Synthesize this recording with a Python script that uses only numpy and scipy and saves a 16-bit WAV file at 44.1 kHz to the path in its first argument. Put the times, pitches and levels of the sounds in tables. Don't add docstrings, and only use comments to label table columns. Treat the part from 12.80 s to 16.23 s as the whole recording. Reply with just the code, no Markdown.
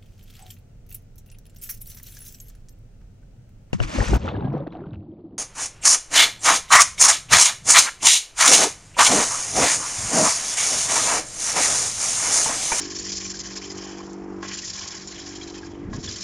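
import sys
import numpy as np
from scipy import signal
from scipy.io import wavfile
from scipy.ndimage import uniform_filter1d

SR = 44100
rng = np.random.default_rng(int(sys.argv[2]) if len(sys.argv) > 2 else 0)


def to_wav(s):
    ch = np.atleast_2d(s).T
    pcm = np.round(np.clip(ch, -1, 1) * 32767)
    wavfile.write(sys.argv[1], SR, pcm.astype(np.int16))


def nominal_scale(level):
    x = np.asarray(level, float) / 20
    return 10 ** x


N = 151263

# [t/s, blade scrape level/dB, frame rattle level/dB]
REEL_EFFORT = [(0.0, -32, -36.5), (0.08, -35.5, -42.5), (0.3, -30, -40), (0.55, -36, -44.5),
               (1.18, -43.5, -40), (1.47, -62, -87), (1.61, -58, -58.5), (1.63, -39.5, -34),
               (1.64, -42, -34.5), (1.8, -28.5, -37), (1.87, -33, -41.5), (2.76, -44, -42.5),
               (3.09, -68.5, -62), (3.14, -42, -43), (3.22, -46, -54.5), (3.24, -37, -38.5),
               (3.42, -36.5, -42.5), (3.43, -28.5, -38)]
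# [t/s, peak level/dB, hush before it/s]
FIRST_PASSES = [(0.0129, -38, 0.0058), (0.1017, -17, 0.013), (0.149, -18.5, 0.019), (0.186, -25, 0.0072),
                (0.2394, -22, 0.0066), (0.3167, -22, 0.0063), (0.3666, -20, 0.012), (0.4015, -19.5, 0.015),
                (0.446, -17.5, 0.0062), (0.4983, -16.5, 0.0089), (0.5394, -25, 0.037),
                (0.592, -19.5, 0.0071), (0.637, -22.5, 0.026), (0.702, -25, 0.031), (0.7577, -16.5, 0.014),
                (0.8145, -24, 0.031), (0.8395, -25, 0.014), (0.8994, -35, 0.016), (0.948, -30, 0.026),
                (0.9722, -23, 0.016), (1.112, -30.5, 0.0069), (1.1707, -32, 0.033)]
LATER_PASSES = [(1.6265, -30, 0.015), (1.674, -25, 0.01), (1.73, -23, 0.0064), (1.771, -22, 0.0083),
                (1.817, -27, 0.045), (1.9335, -21, 0.022), (1.9737, -20.5, 0.0074), (2.008, -20.5, 0.0079),
                (2.1041, -23, 0.0072), (2.165, -27, 0.0054), (2.2726, -35, 0.051), (2.3117, -29.5, 0.018),
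                (2.379, -31, 0.013), (2.4608, -23, 0.011), (2.552, -24, 0.0098), (2.5816, -48, 0.024),
                (2.61, -29, 0.03), (2.6718, -55, 0.015), (2.741, -31, 0.034), (2.8125, -60, 0.01),
                (2.8473, -34, 0.0064), (2.9018, -43, 0.015), (3.1306, -32.5, 0.021), (3.2283, -26, 0.011),
                (3.2744, -27, 0.0075), (3.3114, -23.5, 0.0064), (3.3554, -29, 0.0058), (3.405, -35, 0.017)]
# [f/Hz, width/Hz, level/dB]
BLADE_MODES = [(4080, 640, 3), (5006, 250, 2), (5340, 41, -2), (5490, 210, 3), (6010, 160, 0.5),
               (6420, 260, 0), (6880, 190, 1), (7175, 130, 0.5)]
# [f/Hz, width/Hz, level/dB]
FRAME_MODES = [(1069.5, 32, -1), (1390, 120, -11.5), (1700, 200, 2), (1957, 310, -0.5), (2360, 260, 1.5),
               (3057, 190, 2), (3263, 72, -4.5), (3328, 75, -3)]
# [t/s, level/dB, f/Hz]
FRAME_PINGS = [(0.271, -47, 1990), (0.282, -40, 3130), (0.411, -52, 3040), (0.439, -50, 2980),
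               (0.446, -45.5, 2373), (0.539, -44.5, 1610.0), (0.601, -46.5, 2016), (0.753, -53, 2990.0),
               (0.832, -42, 3090), (0.903, -45.2, 2020), (1.199, -38, 1058), (1.731, -44.5, 1795),
               (1.783, -38.5, 2870), (1.832, -39, 1890.0), (1.955, -41, 3360.0), (1.977, -44, 2370),
               (2.008, -42.7, 1038), (2.017, -38.5, 3360.0), (2.107, -39.5, 3410), (2.355, -38.5, 3300),
               (2.398, -44, 3300), (2.554, -46.5, 3220), (2.609, -44.5, 2350.0), (2.611, -43, 3250),
               (2.74, -44, 3170.0), (2.776, -50, 2520.0), (2.83, -44, 1620), (3.239, -41, 3167),
               (3.274, -36, 3410), (3.28, -41, 1700.0), (3.357, -39, 3230.0)]
# [t/s, level/dB, f/Hz]
BLADE_PINGS = [(0.011, -32.5, 5510.0), (0.157, -29, 5470.0), (0.183, -34, 6140.0), (0.187, -33.5, 4460.0),
               (0.192, -29, 6930.0), (0.29, -31, 5040.0), (0.365, -30.5, 7080.0), (0.368, -37, 5430.0),
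               (0.443, -32, 7170.0), (0.45, -36, 6030.0), (0.5, -35.2, 7210.0), (0.588, -39, 7320.0),
               (0.592, -35.5, 6500.0), (0.66, -31.5, 6010.0), (0.77, -33, 5060.0), (0.782, -39, 4010.0),
               (0.899, -36.5, 4970.0), (0.9, -47.5, 5320.0), (1.77, -37.7, 7260.0), (1.786, -42, 5340.0),
               (1.827, -35.6, 7210.0), (1.845, -38, 6290.0), (2.105, -40, 5280.0), (2.272, -35.5, 6960.0),
               (2.32, -42.5, 4130.0), (2.388, -40, 6980.0), (2.55, -40, 7060.0), (2.627, -41, 4010.0),
               (2.758, -51, 7060.0), (2.845, -47, 5040.0), (3.285, -39, 4630.0), (3.286, -37, 4930.0),
               (3.289, -41, 5900.0), (3.357, -38.6, 4630.0)]
# [t/s, level/dB, crack level/dB]
PAWL_CLANKS = [
    (1.628, -28, 2),
    (1.649, -33, 0),
    (3.131, -31, -9),
    (3.146, -39, -6),
]
# [f/Hz, level/dB, time to fall 60 dB/s]
CLANK_MODES = [(650, -7, .05), (830, -6, .05), (1071, 0, .065), (1180, -7, .04), (1350, -10, .03),
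               (1665, -3, .06), (1900, -9, .04), (3365, -18, .035)]
# [t/s, level/dB]
GRIT_TICKS = [
    (0.3205, -24),
    (1.3314, -30),
    (1.852, -25),
    (2.274, -32),
    (3.2045, -36),
    (3.3125, -26),
]
# [multiple of the firing rate, level/dB]
MOTOR_ORDERS = [(1, -11.5), (2, -11.5), (3, -18), (4, -1), (5, -13.5), (6, -2.5), (7, 3), (8, -2.5),
                (9, -8), (10, -14.5), (11, -26.5), (14, -24), (15, -17), (16, -18), (17, -33)]
# [t/s, hum level/dB, fourth multiple level/dB, exhaust hiss against hum/dB]
MOTOR_HEARD = [(0.0, -38.5, -48, -4.5), (0.04, -36.5, -51.5, -21), (0.37, -43.5, -48, -20.5),
               (0.99, -39, -44, -9), (1.34, -39.5, -41, -9.5), (1.59, -34.5, -41.5, -13),
               (1.94, -54.5, -54, -12), (1.98, -55.5, -50, 5.5), (2.35, -43.5, -52.5, -16.5),
               (2.82, -37.5, -48.5, -14), (3.05, -38.5, -50.5, -17.5), (3.09, -43.5, -45, -21),
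               (3.19, -46, -54, -16), (3.21, -42.5, -50, -26), (3.36, -46.5, -55, -18),
               (3.43, -49, -52, -16)]
# [t/s, tilt/dB per multiple above the seventh]
EXHAUST_TILT = [(0, -1), (.4, -0.35), (.9, 0.5), (1.4, 1.3), (1.8, -1), (2.3, 1.5), (2.6, -1.6), (2.8, -.3),
                (3.05, -0.7), (3.43, -0.3)]
# [t/s, level/dB]
WIND_GUST = [(2.85, -48), (3.002, -45.5), (3.05, -38.5), (3.196, -34.5), (3.21, -45.5), (3.358, -45.5),
             (3.39, -62), (3.414, -50), (3.43, -62)]
# [t/s, level/dB, f/Hz]
WIND_THUMPS = [
    (3.083, -20, 110),
    (3.149, -20, 179),
    (3.183, -17, 133),
]
# [f/Hz, level/dB per Hz]
YARD_COLOUR = [(25, -6), (60, 7), (150, 3), (400, -5), (1100, -11), (1850, -9.5), (2700, -27),
               (4100, -41.5), (5300, -26.5), (7500, -37)]
# [t/s, share cancelled]
GROUND_DIP = [(0, 0.63), (1.3, 0.59), (1.9, 0.37), (2.4, 0.065), (3.43, .1)]

MOTOR_HZ = 48.21
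YARD_DB = -48
RATTLE_DB = -12
PASS_ATTACK_S, PASS_HOLD_S, PASS_RELEASE_S = 0.011, 0.019, 0.007


def unit(x):
    return x / np.sqrt(np.mean(x ** 2))


def curve(table, axis=1):
    points = np.array(table)
    return np.interp(np.arange(N) / SR, points[:, 0], points[:, axis])


def ring(x, hz, width_hz):
    return signal.lfilter(*signal.iirpeak(hz, hz / width_hz, fs=SR), x)


def ring_twice(x, hz, width_hz):
    return ring(ring(x, hz, width_hz), hz, width_hz)


def walk(rate):
    hold = int(SR / rate)
    steps = np.repeat(rng.standard_normal(N // hold + 1), hold)
    return 1.79 * uniform_filter1d(uniform_filter1d(steps, hold), hold)[:N]


def reel():
    pass_power, hush = passes()
    scrape = nominal_scale(curve(REEL_EFFORT) - 4.0 + 2.06 * walk(130)) * hush
    rattle = nominal_scale(curve(REEL_EFFORT, axis=2) - 6.5 + 1.7 * walk(40.5)) * hush ** 1.2
    scrape = np.sqrt(scrape ** 2 + nominal_scale(-36.0) * pass_power)
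    rattle = np.sqrt(rattle ** 2 + nominal_scale(-32.5 + 2 * RATTLE_DB) * pass_power)
    shear = unit(ring_twice(grit(6000, spread_db=5.5), 5450, 3400)) * scrape
    grass = unit(ring_twice(grit(4000, spread_db=3.5), 2200, 3800)) * rattle
    blades = steel(scrape, BLADE_MODES, hits=1500, spread_db=3.0, flicker_db=1.0, rate=90)
    frame = steel(rattle, FRAME_MODES, hits=700, spread_db=3.3, flicker_db=2, rate=70)
    blades = blades + nominal_scale(-4) * shear
    burrs = pings(FRAME_PINGS, gain_db=0.9) + pings(BLADE_PINGS, gain_db=0.8)
    return blades * nominal_scale(0.5) + frame + nominal_scale(-10) * grass + burrs


def passes():
    t, power, hush = np.arange(N) / SR, np.zeros(N), np.zeros(N)
    for s, db, gap in list(FIRST_PASSES) + list(LATER_PASSES):
        since = t - s
        rise = np.clip(since / PASS_ATTACK_S + 0.5, 0, 1)
        fall = np.exp(-2 * np.clip(since - PASS_HOLD_S, 0, None) / PASS_RELEASE_S)
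        power += nominal_scale(2 * db) * rise * fall
        quiet = np.clip(2 + 2 * since / max(gap, 0.002), 0, 1) * (since < 0)
        hush = np.maximum(hush, quiet)
    return power, nominal_scale(-5 * hush)


def grit(rate, spread_db):
    chance, side, size = rng.random((3, N))
    knocks = (chance < rate / SR) * np.sign(side - 0.5)
    return unit(knocks * nominal_scale(-spread_db * np.log(1 - 0.97 * size)))


def steel(strength, modes, hits, spread_db, flicker_db, rate):
    norm = np.sqrt(sum(nominal_scale(2 * db) for hz, width, db in modes) * np.pi / SR)
    out = 0
    for hz, width, db in modes:
        knocks = strength * grit(hits, spread_db) * nominal_scale(flicker_db * walk(rate))
        out = out + nominal_scale(db) / np.sqrt(width) * ring(knocks, hz, width)
    return out / norm


def pings(table, gain_db):
    t, out = np.arange(int(0.06 * SR)) / SR, np.zeros(N + SR)
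    rise_s = 0.005
    swell = t / rise_s * np.exp(1 - t / rise_s)
    for s, db, hz in table:
        i = int(s * SR)
        rough = unit(ring(rng.standard_normal(len(t)), hz, 150))
        out[i:i + len(t)] += nominal_scale(db + gain_db) * swell * (np.sin(2 * np.pi * hz * t) + 0.6 * rough)
    return out[:N]


def clanks():
    t, out = np.arange(int(0.2 * SR)) / SR, np.zeros(N + SR)
    for s, db, crack_db in PAWL_CLANKS:
        i, hit = int(s * SR), 0
        for (hz, level, t60), k in zip(CLANK_MODES, rng.random(len(CLANK_MODES)) - 0.5):
            tone = np.sin(2 * np.pi * hz * (1 + k / 100) * t)
            hit = hit + nominal_scale(level + 4 * k) * tone * np.exp(-np.log(1000) * t / t60)
        crack = ring(rng.standard_normal(len(t)), 1300, 1800) * np.exp(-t / 0.007) * nominal_scale(crack_db)
        out[i:i + len(t)] += nominal_scale(db) * (hit + crack) * np.clip(t / 0.00043, 0, 1)
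    for s, db in GRIT_TICKS:
        i = int(s * SR)
        tick = ring_twice(rng.standard_normal(len(t)), 6000, 4000)
        out[i:i + len(t)] += nominal_scale(db + 3) * tick * np.exp(-t / 0.002)
    return out[:N]


def motor():
    phase = 2 * np.pi * (np.cumsum(MOTOR_HZ * (1 + 0.00041 * walk(3.15))) / SR + 0.6)
    body = 0
    for k, db in MOTOR_ORDERS:
        if k == 4:
            boom = np.sqrt(2) * np.cos(k * phase + 0.082 * walk(12))
            boom = boom * nominal_scale(1.6 * walk(12)) * nominal_scale(curve(MOTOR_HEARD, axis=2))
            continue
        tilt = np.clip(k - 7, -3, 3) * curve(EXHAUST_TILT)
        waver = min(abs(k - 7) + 0.89, 2.2) * walk(7)
        lag = 1.9 * np.arctan((k * MOTOR_HZ - 345) / 60)
        body = body + nominal_scale(db + tilt + waver) * np.cos(k * phase - lag + 0.2 * walk(8))
    puff = unit(ring_twice(rng.standard_normal(N), 320, 180))
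    gas = ring_twice(rng.standard_normal(N), 870, 700)
    gas = unit(gas * nominal_scale(2.2 * np.cos(phase - 1.2)))
    hum = unit(body) + nominal_scale(curve(MOTOR_HEARD, axis=3)) * gas + nominal_scale(-12.0) * puff
    return hum * nominal_scale(curve(MOTOR_HEARD) + 0.04) + boom


def wind():
    t = np.arange(N) / SR
    air = rng.standard_normal(N) * nominal_scale(1.3 * walk(29.53))
    low = unit(ring_twice(air, 99, 140))
    low = low + nominal_scale(-7) * unit(ring(ring_twice(air, 210, 180), 190, 180))
    low = low + nominal_scale(-9.0) * unit(ring_twice(air, 51, 70))
    out = low * nominal_scale(curve(WIND_GUST) + 3.0) * np.clip((t - 2.85) / 0.068, 0, 1)
    for s, db, hz in WIND_THUMPS:
        cycles = np.clip(t - s, 0, None) * hz
        out = out - nominal_scale(db) * 3 * cycles * np.exp(-cycles / 0.45) * np.sin(2 * np.pi * cycles)
    return out


def yard():
    colour, out = np.array(YARD_COLOUR), 0
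    for hz in 30 * 2 ** np.arange(0, 8.1, 1 / 3):
        db = np.interp(np.log(hz), np.log(colour[:, 0]), colour[:, 1]) + 1.6 * walk(9)
        out = out + nominal_scale(db) * ring_twice(rng.standard_normal(N), hz, hz / 3)
    return unit(out) * nominal_scale(YARD_DB)


def scene():
    mono = reel() + clanks() + motor() + yard() + wind()
    mono = mono - np.clip(curve(GROUND_DIP), 0, 0.9) * ring(mono, 3900, 650)
    return np.array([mono, mono])


def band_limit(x):
    return signal.sosfilt(signal.butter(12, 8520, fs=SR, output="sos"), x)


def record(dry):
    top_cut = signal.ellip(10, 0.5, 75, 7562, fs=SR, output="sos")
    mix = signal.sosfilt(top_cut, dry)
    return band_limit(mix)


dry = scene()
out = record(dry)
to_wav(out)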